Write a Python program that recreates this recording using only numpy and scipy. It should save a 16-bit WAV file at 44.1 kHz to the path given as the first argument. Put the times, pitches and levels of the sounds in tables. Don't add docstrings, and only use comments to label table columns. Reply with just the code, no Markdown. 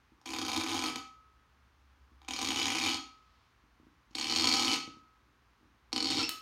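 import sys
import numpy as np
from scipy import signal
from scipy.fft import rfft, irfft
from scipy.io import wavfile

SR = 44100
rng = np.random.default_rng(int(sys.argv[2]) if len(sys.argv) > 2 else 0)


def decibels_to_gain(level_db):
    exponent = np.asarray(level_db, float) / 20
    return 10 ** exponent


def transcribe(signal):
    frames = np.atleast_2d(signal).T
    limited = np.clip(frames, -1, 1)
    pcm = np.round(limited * 32767).astype(np.int16)
    wavfile.write(sys.argv[1], SR, pcm)


N = 282681


def rms_one(x):
    return x / np.sqrt(np.mean(x ** 2) + 1e-20)


def edge(x, hz, kind, order=4):
    return signal.sosfilt(signal.butter(order, hz, kind, fs=SR, output="sos"), x)


def at_hz(points, hz):
    points = np.array(points)
    return np.interp(np.log(hz + 1), np.log(points[:, 0]), points[:, 1])


def follow(t, s, level_db):
    return decibels_to_gain(np.interp(t, s, level_db, left=-200, right=-200))


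def coloured(x, spectrum):
    size = 4096
    cepstrum = irfft(np.log(decibels_to_gain(at_hz(spectrum, np.fft.rfftfreq(size, 1 / SR)))), size)
    cepstrum[1:size // 2] *= 2
    cepstrum[size // 2 + 1:] = 0
    response = irfft(np.exp(rfft(cepstrum)), size)
    return signal.fftconvolve(x, response / np.sqrt(np.sum(response ** 2)))[:N]


def ring(force, modes, scatter_db):
    out = np.zeros(N)
    for hz, level_db, t60 in modes:
        r = decibels_to_gain(-60 / (t60 * SR))
        w = 2 * np.pi * hz / SR
        struck = force * decibels_to_gain(level_db + scatter_db * rng.standard_normal(N))
        out += signal.lfilter([0, np.sin(w)], [1, -2 * r * np.cos(w), r * r], struck + 1e-18)
    return out


def tearing(force, db_per_ms):
    r = decibels_to_gain(-2 * db_per_ms * 1000 / SR)
    power = signal.lfilter([1 - r], [1, -r], force ** 2 + 1e-24)
    return np.sqrt(power) * rng.standard_normal(N)


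def glide(rows, partials):
    s, hz, level_db = np.transpose(rows)
    t = np.arange(N) / SR
    phase = 2 * np.pi * np.cumsum(np.interp(t, s, hz)) / SR
    tone = sum(decibels_to_gain(db) * np.sin(k * phase) for k, db in partials)
    return np.sqrt(2) * follow(t, s, level_db) * tone


# [f/Hz, level/dB per Hz]
AIR_SPECTRUM = [(30, -30), (55, -1), (150, -18), (244, -15), (600, -25), (1100, -15.5), (6330, -35),
                (8080, -45)]
# [f/Hz, level/dB rms]
HUM_TONES = [(60, -77.5), (120, -81.5), (8900, -100)]
# [t/s, f/Hz, level/dB]
MOTOR = [
    (0, 71.8, -75),
    (1.0, 72, -77),
    (1.5, 73.7, -72),
    (2.3, 72, -61),
    (3.0, 69.6, -79),
    (6.4, 71.4, -88),
]


def room_tone():
    t = np.arange(N) / SR
    out = decibels_to_gain(-68) * coloured(rng.standard_normal(N), AIR_SPECTRUM)
    for hz, level_db in HUM_TONES:
        out += np.sqrt(2) * decibels_to_gain(level_db) * np.sin(2 * np.pi * hz * t)
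    return out + glide(MOTOR, [(0.93, 0.0095)])


# [t/s, peak level/dB]
HAND_NUDGES = [(0.12, -53), (2.118, -56.5), (3.638, -57.5), (3.799, -51), (3.832, -57), (3.868, -51),
               (4.11, -54), (4.877, -37.5), (4.97, -48.5), (5.267, -61), (5.61, -58), (5.63, -54),
               (5.655, -58), (6.165, -32), (6.187, -29)]
# [f/Hz, level/dB, T60/s]
TABLE_MODES = [(265.3, 0.5, 0.14), (271.2, 1.5, 0.08), (322, 1, 0.099), (348.4, -14.5, 0.012),
               (462.4, -17, 0.15)]
# [f/Hz, level/dB, T60/s]
LEG_MODES = [(98.3, -10, .2), (151.8, -16.5, 0.288)]


def nudges():
    hand_damping = 0.47
    force = np.zeros(N)
    for s, db in HAND_NUDGES:
        force[round(s * SR)] = decibels_to_gain(db)
    soft = edge(force, 840.0, "low", order=2)
    damped = [(hz, db, t60 * hand_damping) for hz, db, t60 in TABLE_MODES + LEG_MODES]
    thud = ring(force, damped, scatter_db=2)
    return edge(decibels_to_gain(-11.0) * thud + decibels_to_gain(12.0) * soft, 65.0, "high")


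# [f/Hz, T60/s]
REVERBERATION = [(200, 0.35), (1000, 0.39), (4000, 0.41), (12000, 0.29)]


def room(x):
    gap_s, onset_s = .003, 0.0078
    t = np.arange(SR // 2) / SR
    tail = np.zeros(len(t))
    edges = 60 * 2. ** np.arange(9)
    for low, high in zip(edges, edges[1:]):
        octave = signal.butter(2, [low, high], "band", fs=SR, output="sos")
        band = signal.sosfilt(octave, rng.standard_normal(len(t)))
        tail += band * decibels_to_gain(-60 * t / at_hz(REVERBERATION, np.sqrt(low * high)))
    tail *= np.clip((t - gap_s) / onset_s, 0, 1)
    return signal.fftconvolve(x, tail / np.sqrt(np.sum(tail ** 2)))[:N]


# [t/s, peak level/dB, tick pitch f/Hz]
LOAD_CREAKS = [(0.2143, -52, 5300), (2.2172, -46, 3600), (2.2299, -56, 2600), (2.2479, -48, 3200),
               (2.2814, -36, 3300), (4.1086, -58, 3000), (4.1131, -56, 5300), (4.1302, -58, 3000),
               (4.1338, -56, 5300), (5.9208, -48, 4100)]
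# [t/s, peak level/dB, tick pitch f/Hz]
FIRST_PULL = [(0.2583, -32, 2400), (0.3032, -29, 4770), (0.3336, -24, 2590), (0.3611, -25, 2600),
              (0.385, -23, 4410), (0.4145, -23, 4650), (0.4489, -25, 4640), (0.4813, -24, 4580),
              (0.5162, -23, 4120), (0.5304, -22, 2990), (0.5616, -21, 3920), (0.5975, -23, 4130),
              (0.6355, -22, 4480), (0.6624, -24, 2280), (0.6914, -24, 3640), (0.7424, -24, 3600),
              (0.7904, -23, 4680), (0.8215, -24, 2300), (0.8374, -21, 2300), (0.8974, -26, 2630),
              (0.9572, -23, 2270), (0.9804, -34, 3010)]
SECOND_PULL = [(2.2842, -25, 2560), (2.3072, -23, 3000), (2.3346, -22, 5440), (2.3625, -23, 4340),
               (2.3885, -20, 5980), (2.4139, -18, 5450), (2.4453, -18, 5860), (2.4862, -17, 6360),
               (2.5042, -19, 3080), (2.5586, -19, 3640), (2.6145, -19, 3010), (2.6549, -18, 3350),
               (2.6664, -18, 2200), (2.6804, -18, 2280), (2.7014, -19, 2200), (2.7487, -19, 2340),
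               (2.7831, -20, 2410), (2.8115, -21, 2470), (2.837, -19, 4270), (2.8594, -20, 2360),
               (2.8844, -21, 2990), (2.9432, -20, 4260), (2.9684, -31, 4350)]
THIRD_PULL = [(4.151, -24, 4270), (4.1834, -21, 3100), (4.2108, -21, 4260), (4.2423, -21, 3000),
              (4.2966, -19, 4310), (4.3224, -17, 4380), (4.3354, -21, 3000), (4.36, -15, 4310),
              (4.3959, -15, 4350), (4.4413, -14, 4340), (4.4712, -12, 4410), (4.4874, -14, 4480),
              (4.5131, -17, 4400), (4.5241, -15, 4420), (4.5374, -13, 4310), (4.5664, -17, 5190),
              (4.5944, -17, 4420), (4.6229, -16, 4290), (4.6464, -17, 4260), (4.6794, -16, 3010),
              (4.7144, -17, 4260), (4.7374, -17, 4170), (4.7584, -21, 3000)]
LAST_PULL = [(5.9279, -19, 4430), (5.9609, -15, 4420), (5.9778, -18, 4260), (6.0033, -19, 4430),
             (6.0252, -19, 4430), (6.0437, -20, 4420), (6.0554, -20, 4430), (6.0694, -20, 3980),
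             (6.0871, -21, 4290), (6.1025, -18, 4380), (6.1294, -19, 3860), (6.1434, -20, 3940),
             (6.1834, -20, 3820), (6.2134, -20, 3990)]
# [from t/s, until t/s, gap between slips/s, stick before next/s, tick f/Hz]
CREEP_RUNS = [
    (0.25, 0.37, .0148, .008, 2800),
    (0.37, 0.65, .0135, .016, 4000),
    (0.65, 0.9, .0115, .006, 3600),
    (2.41, 2.5, .0135, .008, 5800),
    (2.5, 2.69, .0135, .008, 3400),
    (2.69, 2.95, .016, .009, 3300),
    (4.18, 4.55, .0128, .007, 5100),
    (4.55, 4.76, .0085, .005, 5300),
    (6.1, 6.22, .007, .004, 4000),
]


def slips():
    rise_s, breakaway_db = .001, 2
    twin_lag_s, twin_db, twin_scatter_db = .0041, -5.5, 2
    creep_db, creep_scatter_db, jitter, octaves = -3.5, 2, .08, 0.39
    rows, stuck = list(LOAD_CREAKS), np.zeros(N)
    for big in (FIRST_PULL, SECOND_PULL, THIRD_PULL, LAST_PULL):
        for (s, db, hz), (next_s, next_db, _) in zip(big, big[1:] + big[-1:]):
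            chance = rng.standard_normal((8, 3)).clip(-2, 2)
            if s == big[0][0]:
                db += breakaway_db
            s, next_s = s + rise_s, next_s + rise_s
            rows.append((s, db, hz))
            twin_level = db + twin_db + twin_scatter_db * chance[0, 0]
            rows.append((s + twin_lag_s, twin_level, hz * 2 ** (octaves * chance[0, 1])))
            for start, end, gap, stick, creep_hz in CREEP_RUNS:
                if not start <= (s + next_s) / 2 < end:
                    continue
                stuck[round((next_s - stick) * SR):round(next_s * SR)] = 1
                count = int((next_s - stick - s) / gap)
                for k, (late, loud, high) in zip(range(1, 1 + count), chance[1:]):
                    level = (db + next_db) / 2 + creep_db + creep_scatter_db * loud
                    rows.append((s + (k + jitter * late) * gap, level, creep_hz * 2 ** (octaves * high)))
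    return np.array(rows), stuck


# [t/s, fine rubbing level/dB, free neck ring level/dB]
TWISTING = [
    [(0.256, -39, -9), (0.5, -28, -14), (0.774, -25.5, -22), (0.81, -41, -9), (0.83, -24, -8),
     (0.874, -29, -7), (0.97, -59, -7)],
    [(2.28, -45, -12), (2.314, -33.5, -16), (2.684, -25.5, -19), (2.81, -25.5, -5), (2.87, -20.5, -7),
     (2.97, -37.5, -3)],
    [(4.148, -36, -1), (4.31, -27, 1), (4.48, -28, -0.7), (4.62, -24.5, -3.5), (4.728, -28.5, -1.5),
     (4.78, -41, -8)],
    [(5.926, -58, -1.5), (6.09, -30, 1), (6.11, -23, -1), (6.15, -30.5, -2), (6.188, -26.5, 3.5),
     (6.24, -26, 1)],
]
# [table shake/dB, upper table modes/dB, bottle body/dB, bright fizz/dB, snap and glass/dB]
PULL_SHARES = [
    (-3, 2, -2.5, -20.5, -1),
    (-6.5, 1, -6, -23.5, -1),
    (-7, 1.5, -9, -25, -2.5),
    (-5.5, 3.5, -10.5, -28.5, -6.5),
]


def controls():
    t = np.arange(N) / SR
    fine = sum(follow(t, *np.transpose(rows)[:2]) for rows in TWISTING)
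    neck = decibels_to_gain(np.interp(t, *np.concatenate(TWISTING).T[::2]))
    pull = np.searchsorted([rows[-1][0] + .5 for rows in TWISTING], t)
    return [fine, neck, *decibels_to_gain(np.array(PULL_SHARES)[pull].T)]


# [f/Hz, level/dB per Hz]
SNAP_SPECTRUM = [(1200, -26), (1800, -4.5), (2300, 10.5), (4400, 6), (6700, 10), (7500, -26.5), (9000, -42),
                 (16000, -75.5)]


def tick(at, hz, cycles):
    length = 400
    out = np.zeros(N + length)
    t = np.arange(length) / SR
    for i in np.flatnonzero(at):
        decay = t * hz[i] / cycles
        out[i:i + length] += at[i] * np.e * decay * np.exp(-decay) * np.sin(2 * np.pi * hz[i] * t)
    return out[:N]


def slip_ticks(force, pitch, bright, crisp):
    snap = coloured(crisp * (.8 * force + .6 * tearing(force, db_per_ms=11)), SNAP_SPECTRUM)
    crackle = tearing(force * bright, db_per_ms=4)
    fizz = edge(edge(crackle, 7600.0, "high"), 8900.0, "low", order=2)
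    ticks = decibels_to_gain(-6.5) * tick(force, pitch, cycles=1.3) + decibels_to_gain(6.5) * snap
    ticks = edge(ticks, 6500.0, "low", order=6) + decibels_to_gain(25.0) * fizz
    lag = round(.0016 * SR)
    ticks[lag:] += .45 * ticks[:-lag]
    return ticks


# [f/Hz, level/dB, T60/s]
GLASS_MODES = [(2343, 4, 0.022), (2430, -18.5, 0.0095), (2882, -5, 0.017), (3280, -8, 0.045),
               (3726, -5.5, 0.005), (6100, -27.5, 0.01), (6705, -4.5, .02), (8250, -17.5, 0.033),
               (10300, -23.5, 0.016), (11200, -36.5, 0.012)]
# [f/Hz, level/dB, T60/s]
NECK_MODES = [(4326, 2.5, 0.02), (4185, -16, 0.01), (4465, -14.5, 0.028), (4590, -11, 0.02),
              (5432, -1, 0.02), (7140, -34, 0.023), (7560, -20.5, 0.027)]


def glass_ring(force, crisp, neck):
    glass = decibels_to_gain(-16.0) * ring(force * crisp, GLASS_MODES[:7], scatter_db=4.0)
    glass += decibels_to_gain(-13.5) * ring(force * neck, NECK_MODES, scatter_db=1.5)
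    glass = edge(glass, 8300.0, "low", order=6)
    return glass + decibels_to_gain(-15.5) * ring(force, GLASS_MODES[7:], scatter_db=5.0)


def table_ring(push, upper):
    top = ring(push, TABLE_MODES[:2], scatter_db=-1.0) + ring(push * upper, TABLE_MODES[2:], scatter_db=0.5)
    top = edge(edge(top, 256.0, "high", order=6), 740.0, "low")
    legs = edge(edge(ring(push, LEG_MODES, scatter_db=1.0), 49.0, "high"), 170.0, "low")
    return top + legs


# [f/Hz, level/dB, T60/s]
BOTTLE_MODES = [(786.3, -5, 0.25), (828, 7, 0.031), (997, 0, 0.034), (1147.5, -7.5, 0.054),
                (1242, -10.5, 0.059), (1479, -22, 0.18)]


def bottle_ring(force):
    return edge(ring(force, BOTTLE_MODES, scatter_db=3), 928.0, "high")


def cork():
    fine, neck, shake, upper, body, bright, crisp = controls()
    clear, stuck = slips()

    rate_hz, stick_db, fine_fizz_db, fine_shake_db = 500.0, -14, 0.5, 0
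    pitch = 3800.0 * 2 ** (0.47 * rng.standard_normal(N).clip(-2, 2))
    happens = rng.random(N) < rate_hz / SR
    size = decibels_to_gain(2 * np.minimum(rng.exponential(1, N), 4))
    small = happens * size * rng.choice([-1, 1], N)
    force = decibels_to_gain(-5.5) * small * fine * decibels_to_gain(stick_db * stuck)

    at = (clear[:, 0] * SR).round().astype(int)
    bright, shake = bright * decibels_to_gain(fine_fizz_db), shake * decibels_to_gain(fine_shake_db)
    bright[at] /= decibels_to_gain(fine_fizz_db)
    shake[at] /= decibels_to_gain(fine_shake_db)
    force[at], pitch[at] = decibels_to_gain(clear[:, 1]), clear[:, 2]
    body[at[:len(LOAD_CREAKS)]] *= decibels_to_gain(8)

    ticks = slip_ticks(force, pitch, bright, crisp)
    glass = glass_ring(force, crisp, neck)
    table = table_ring(np.abs(force) * shake, upper)
    bottle = bottle_ring(force * body)
    return edge(ticks + glass, 2194.0, "high") + decibels_to_gain(-19.5) * table + decibels_to_gain(-14.5) * bottle


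# [t/s, low mode level/dB, high mode level/dB]
HANDLE_JOLTS = [(0.4, -56, -59), (0.62, -58, -55), (0.8, -48.5, -50), (0.93, -53.5, -52.5),
                (2.56, -55, -38), (2.72, -64, -46), (2.86, -50.5, -39.5), (4.27, -55.5, -41),
                (4.41, -46.5, -58), (4.55, -46, -40), (4.67, -48.5, -36.5), (5.96, -56.5, -44),
                (6.22, -75, -64), (6.275, -52, -61)]
# [f/Hz, level/dB]
LOW_MODES = [(1230, -10), (1283, 1)]
HIGH_MODES = [(2991, 0.017)]


def handle():
    swell_s, low_t60_s, high_t60_s = .03, 0.89, .3
    t = np.arange(N) / SR
    jolts = np.array(HANDLE_JOLTS)
    age = np.maximum(t - jolts[:, :1], 0)
    swell = (1 - np.exp(-age / swell_s)) ** 2
    out = np.zeros(N)
    for column, modes, t60 in ((1, LOW_MODES, low_t60_s), (2, HIGH_MODES, high_t60_s)):
        power = decibels_to_gain(2 * jolts[:, column]) @ (swell * decibels_to_gain(-120 * age / t60))
        out += np.sqrt(2 * power) * sum(decibels_to_gain(db) * np.sin(2 * np.pi * hz * t) for hz, db in modes)
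    return decibels_to_gain(7.0) * out


# [t/s, level/dB]
FINGER_SLIDE = [
    (3.15, -77),
    (3.3, -77),
    (3.45, -76.5),
    (3.58, -87),
]


def brush():
    hiss = edge(edge(rng.standard_normal(N), 1900.0, "high"), 4700.0, "low")
    return follow(np.arange(N) / SR, *np.transpose(FINGER_SLIDE)) * rms_one(hiss)


# [harmonic number, level/dB]
PARTIALS = [(1, -7), (2, -6), (3, -5), (4, -5), (5, -26)]


def squeal_note(start, end, from_hz, to_hz, level_db):
    edge_s, edge_db = 0.0033, -12
    rows = [(start, from_hz, level_db + edge_db), (start + edge_s, from_hz, level_db),
            (end - 2 * edge_s, to_hz, level_db), (end, to_hz, level_db + edge_db)]
    return glide(rows, PARTIALS)


# [start t/s, end t/s, from f/Hz, to f/Hz, level/dB]
SQUEAL_NOTES = [
    (6.192, 6.231, 1380, 1280, -41.5),
    (6.228, 6.256, 2584, 2727, -32),
]
# [t/s, peak level/dB]
LIP_TAP = (6.2922, -27)
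# [f/Hz, level/dB, T60/s]
PRONG_MODES = [(1240, -29, .9), (1316, -25, 0.41), (2630, -18, 0.083), (2988, -10.5, 0.23),
               (4220, 17, 0.0051), (6605, -12, 0.08), (8500, -29.5, .07), (10500, -28, 0.07),
               (11000, -29, .08)]


def release():
    flutter = decibels_to_gain(5 * rms_one(edge(rng.standard_normal(N), 350, "low", order=2)))
    notes = sum(squeal_note(*note) for note in SQUEAL_NOTES)
    squeal = edge(flutter * notes, 6100.0, "low", order=8)
    tap_s, tap_db = LIP_TAP
    tap = np.zeros(N)
    tap[round(tap_s * SR)] = decibels_to_gain(tap_db)
    bright = edge(tearing(tap, db_per_ms=3.0), 1500.0, "high", order=2)
    modes = ring(tap, PRONG_MODES, scatter_db=0)
    return squeal + decibels_to_gain(-8.0) * modes + decibels_to_gain(18.0) * bright


def scene():
    close = cork() + release() + nudges()
    return (close + decibels_to_gain(-6.0) * room(close) + handle() + brush() + room_tone())[None, :]


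def band_limit(x):
    return signal.sosfilt(signal.butter(12, 16500, fs=SR, output="sos"), x)


def record(dry):
    top = signal.ellip(10, .5, 50, 16150, fs=SR, output="sos")
    mix = signal.sosfilt(top, edge(dry, 25.0, "high", order=2))
    return band_limit(mix)


dry = scene()
out = record(dry)
transcribe(out)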